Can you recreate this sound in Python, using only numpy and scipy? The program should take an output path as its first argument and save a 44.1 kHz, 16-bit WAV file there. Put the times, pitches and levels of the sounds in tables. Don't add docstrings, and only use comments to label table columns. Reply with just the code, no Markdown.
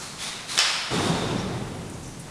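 import sys
import numpy as np
from scipy import signal
from scipy.fft import rfft, irfft, next_fast_len
from scipy.io import wavfile

SR = 44100
rng = np.random.default_rng(int(sys.argv[2]) if len(sys.argv) > 2 else 0)


def dump_mix(stems):
    frames = np.atleast_2d(stems).T
    limited = np.clip(frames, -1, 1)
    pcm = np.round(limited * 32767).astype(np.int16)
    wavfile.write(sys.argv[1], SR, pcm)


N = 101429
TIME = np.arange(N) / SR

# (time [s], level [dB], snap pitch [Hz], contact time [s], send to the shaft [dB])
BLOWS = [(0.5775, -11.5, 3594, 0.00067, -9.5), (.5894, 0.5, 5115, 0.000283, 0)]
# (frequency [Hz], relative level [dB], t60 [s])
STONE_MODES = [(1298, -14.5, 0.022), (2080, -11, 0.021), (2600, -5.5, 0.021), (3012, -6.5, 0.043),
               (3468, -6.5, 0.0127), (3738, -8, .018), (4955, -12, 0.021), (5134, -2, 0.0124),
               (5510, -10.5, 0.022), (6900, -11, 0.017)]
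# (frequency [Hz], relative level [dB])
GRIT_SPECTRUM = [(200, -19.5), (700, -5.5), (1600, 5.5), (4000, 1.5), (6500, 1.5), (9000, 1.5),
                 (13000, -5.5)]
# (delay [s], level [dB])
WALL_ECHOES = [(.0023, -15.5), (.0046, -13.5), (0.0113, -9.5)]
# (frequency [Hz], relative level [dB])
CLACK_SPECTRUM = [(100, -39), (350, -15.5), (700, -5), (1350, 0.5), (2000, -1.5), (2750, 1), (4200, -0.5),
                  (5400, 4), (5900, -4.5), (8000, -8), (14000, -20.5)]
# (frequency [Hz], t60 [s])
CLACK_DECAY = [(300, 1.84), (1300, 1.497), (3000, 1.319), (5400, 0.962), (7500, 0.898), (12000, 1.13)]
# (frequency [Hz], relative level [dB])
BOOM_SPECTRUM = [(22, -33.5), (32, -20.5), (42, -5), (56, -21), (90, -4), (125, 0.5), (168, 0.5),
                 (205, -2.5), (290, -4), (370, -2.5), (470, -6.5), (570, -9.5), (780, -8.5), (1300, -14.5),
                 (2200, -21), (5000, -24), (12000, -36.5)]
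# (frequency [Hz], t60 [s])
SHAFT_DECAY = [(40, 10.94), (110, 4.5), (180, 4.35), (400, 3.137), (900, 2.553), (2500, 2.476),
               (8000, 1.28)]
# (time [s], attack [s], hold [s], t60 [s], level [dB], pitch [Hz], width [Hz])
BOOM_SURGES = [(1.028, 0.0755, 0.0193, 0.69, -26.5, 171.1, 30),
               (1.288, 0.052, 0.126, 0.58, -33.5, 175, 111)]
# (time [s], attack [s], hold [s], base t60 [s], level [dB],
# resonance [Hz], resonance mix [dB], starting pitch offset [Hz])
RIM_RUSTLES = [(-.01, 0.026, 0.0434, 0.74, -39.5, 4130, -8, 99),
               (.17, 0.0618, 0.0146, 1.088, -31.5, 3764, -7.5, -800),
               (0.47, 0.038, 0.077, 0.306, -31, 3812, -7, 499.5),
               (0.896, 0.0496, 0.1277, 1.607, -35.5, 3637, -3, -120)]
# (frequency [Hz], relative level [dB])
RUSTLE_SPECTRUM = [(200, -15), (700, -1.5), (1200, 0), (1700, -1), (2150, 1.5), (2850, -1), (4400, 1.5),
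                   (6500, -1.5), (8000, -3.5), (10000, -3), (14000, -9)]
# (frequency [Hz], t60 stretch [factor])
RUSTLE_STRETCH = [(1000, 2.86), (4000, 1.302), (10000, 0.656)]
# (time [s], level [dB], pitch [Hz], spread [octaves], attack [s], t60 [s])
CAVE_DRIPS = [(1.372, -44.5, 5530, 0.11, 0.016, 0.31), (1.896, -42.5, 9200, 0.49, .002, 0.069),
              (1.928, -49.5, 6810, 0.244, 0.0126, 0.112), (2.025, -46.5, 6900, 0.32, .012, 0.13),
              (2.05, -50.5, 6010, 0.12, 0.016, 0.47), (2.074, -47, 10500, .3, .002, .06),
              (2.194, -41, 10000, 0.514, 0.0029, 0.095)]
# (frequency [Hz], relative level [dB])
RUMBLE_SPECTRUM = [(30, -21), (90, -8), (160, 2.5), (240, -6), (600, -10.5), (1400, -6.5), (2100, -22),
                   (6000, -10.5), (14000, -19)]
# (time [s], attack [s], level [dB], t60 [s])
SHAFT_SWELLS = [(.5, 0.077, -39, 0.153), (2.215, 0.0776, -43.5, 1.57)]
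# (frequency [Hz], relative level [dB])
SWELL_SPECTRUM = [(60, -9), (250, 0), (700, 0), (1500, -5.5), (2400, -8.5), (3500, -18.5), (12000, -32)]
# (frequency [Hz], relative level [dB])
AIR_SPECTRUM = [(25, -0.5), (45, 8), (80, -2.5), (160, 9), (400, 0.5), (1200, -6), (4000, -9), (6500, -8.5),
                (9000, -10), (14000, -10.5)]
# (frequency [Hz], gain [dB])
MIC_EQ = [(20, -1), (9000, 0.5), (10200, -0.5), (11050, -13.5), (11800, -7.5), (12500, -13.5),
          (13500, -27.5), (14200, -32.5)]

RING_DB, GRIT_DB, GRIT_T60_S = -12, -3, 0.00796
CLACK_DB, CLACK_RING_DB, CLACK_WIDTH_HZ, WALL_ATTACK_S = -17.5, -10, 42.6, 0.00165
THUD_DB, THUD_HZ, THUD_WIDTH_HZ, THUD_T60_S = -25, 482.5, 600, 0.0023
BOOM_START_S, BOOM_DB, BOOM_ATTACK_S, BOOM_HOLD_S = 0.902, -24, 0.0161, 0.239
RUSTLE_WIDTH_HZ, GLIDE_S, RING_HOLD_FACTOR = 452, 0.053, 1.934
GRAIN_DB, GRAIN_HZ = 0.99, 250
DRIP_ECHO_DB, DRIP_ECHO_T60_S = -15, 0.81
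AIR_DB, RUMBLE_DB = -43, -37.5
DETECTOR_S, THRESHOLD_DB, DUCK_SHARE, RELEASE_DB_PER_S = 0.00623, -21.5, 0.354, 22
CLIP_CEILING, LOWPASS_HZ = 0.92, 14150


def knock(start, db, hz, contact):
    age = np.maximum(TIME - start, 0)
    progress = age / contact
    snap = progress * np.exp(1 - progress) * np.sin(2 * np.pi * hz * age)
    ring = sum((-1) ** k * amp(level) * fall(age, t60) * np.sin(2 * np.pi * mode_hz * age)
               for k, (mode_hz, level, t60) in enumerate(STONE_MODES))
    grit = amp(GRIT_DB) * wash(GRIT_SPECTRUM) * np.minimum(progress, 1) * fall(age, GRIT_T60_S)
    return amp(db) * (snap + amp(RING_DB) * ring) + amp(db / 2) * grit


def wall_thud():
    start = BLOWS[0][0]
    body = amp(THUD_DB) * band(THUD_HZ, THUD_WIDTH_HZ)
    return body * rise(start, WALL_ATTACK_S) * fall(TIME - start, THUD_T60_S)


def shaft_clack():
    ring = unit(sum(amp(db) * band(hz, CLACK_WIDTH_HZ) for hz, db, _ in STONE_MODES))
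    echoes = wash(CLACK_SPECTRUM) + amp(CLACK_RING_DB) * ring
    power = sum((amp(send) * rise(start, WALL_ATTACK_S)) ** 2 for start, *_, send in BLOWS)
    return amp(CLACK_DB) * np.sqrt(power) * fade_bands(echoes, BLOWS[-1][0], CLACK_DECAY)


def wall_blows():
    direct = sum(knock(*row[:4]) for row in BLOWS)
    slaps = sum(amp(db) * np.roll(direct, round(delay * SR)) for delay, db in WALL_ECHOES)
    return direct + slaps + wall_thud() + shaft_clack()


def boom():
    echoes = fade_bands(wash(BOOM_SPECTRUM), BOOM_START_S + BOOM_HOLD_S, SHAFT_DECAY)
    return amp(BOOM_DB) * rise(BOOM_START_S, BOOM_ATTACK_S) * echoes


def surge(start, attack, hold, t60, db, hz, width):
    return amp(db) * band(hz, width) * rise(start, attack) * fall(TIME - start - attack - hold, t60)


def rustle(start, attack, hold, t60, db, hz, ring_db, glide_hz):
    offset_hz = glide_hz * np.exp(-np.maximum(TIME - start, 0) / GLIDE_S)
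    resonance = signal.hilbert(band(hz, RUSTLE_WIDTH_HZ), next_fast_len(N))[:N]
    ring = (resonance * np.exp(2j * np.pi * np.cumsum(offset_hz) / SR)).real
    ring_fade = fall(TIME - start - attack - RING_HOLD_FACTOR * hold, t60)
    grain = amp(GRAIN_DB * band(0, 2 * GRAIN_HZ))
    rub = fade_bands(grain * wash(RUSTLE_SPECTRUM), start + attack + hold, RUSTLE_STRETCH, t60)
    return amp(db) * rise(start, attack) * (rub + amp(ring_db) * ring * ring_fade)


def drip(start, db, hz, octaves, attack, t60):
    splat = noise(lambda f: 1 / (1 + (np.log2((f + 1) / hz) / octaves) ** 2))
    age = TIME - start - attack
    tail = fall(age, t60) + amp(DRIP_ECHO_DB) * fall(age, DRIP_ECHO_T60_S)
    return amp(db) * splat * rise(start, attack) * tail


def cave_bed():
    air = amp(AIR_DB) * wash(AIR_SPECTRUM)
    rumble = amp(RUMBLE_DB) * fade_bands(wash(RUMBLE_SPECTRUM), 0, SHAFT_DECAY)
    swell = sum(amp(db) * rise(start, attack) * fall(TIME - start - attack, t60)
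                for start, attack, db, t60 in SHAFT_SWELLS)
    return air + rumble + swell * wash(SWELL_SPECTRUM)


def amp(db):
    return 10 ** (np.asarray(db) / 20)


def unit(x):
    return x / np.sqrt(np.mean(x ** 2) + 1e-20)


def curve(points, hz):
    f, value = np.transpose(points)
    return np.interp(np.log(hz + 1), np.log(f), value)


def colour(x, gain):
    size = 2 * next_fast_len(len(x))
    return irfft(rfft(x, size) * gain(np.fft.rfftfreq(size, 1 / SR)), size)[:len(x)]


def noise(gain):
    return unit(colour(rng.standard_normal(N), gain))


def wash(spectrum):
    return noise(lambda hz: amp(curve(spectrum, hz)))


def band(hz, width):
    return noise(lambda f: 1 / (1 + (2 * (f - hz) / width) ** 2))


def rise(start, length):
    return np.clip((TIME - start) / length, 0, 1)


def fall(age, t60):
    return np.exp(-np.log(1000) * np.maximum(age, 0) / t60)


def fade_bands(x, start, decay, scale=1):
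    hz, t, bands = signal.stft(x, SR, nperseg=512)
    t60 = scale * curve(decay, hz)[:, None]
    return signal.istft(bands * fall(t - start, t60), SR)[1][:N]


def scene():
    rustles = sum(rustle(*row) for row in RIM_RUSTLES)
    drips = sum(drip(*row) for row in CAVE_DRIPS)
    landing = boom() + sum(surge(*row) for row in BOOM_SURGES)
    return (wall_blows() + landing + rustles + drips + cave_bed())[None]


def record(dry):
    x = dry[0]
    pole = np.exp(-1 / (DETECTOR_S * SR))
    power_db = 10 * np.log10(signal.lfilter([1 - pole], [1, -pole], x ** 2) + 1e-12)
    release_db = RELEASE_DB_PER_S * TIME
    held_db = np.maximum.accumulate(power_db + release_db) - release_db
    ducked = x * amp(-DUCK_SHARE * np.maximum(held_db - THRESHOLD_DB, 0))
    clipped = ducked / (1 + (ducked / CLIP_CEILING) ** 6) ** (1 / 6)
    toned = colour(clipped, lambda hz: amp(curve(MIC_EQ, hz)))
    lowpass = signal.firwin(511, LOWPASS_HZ, window=("kaiser", 9), fs=SR)
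    return signal.oaconvolve(toned, lowpass, "same")[None]


dry = scene()
out = record(dry)
dump_mix(out)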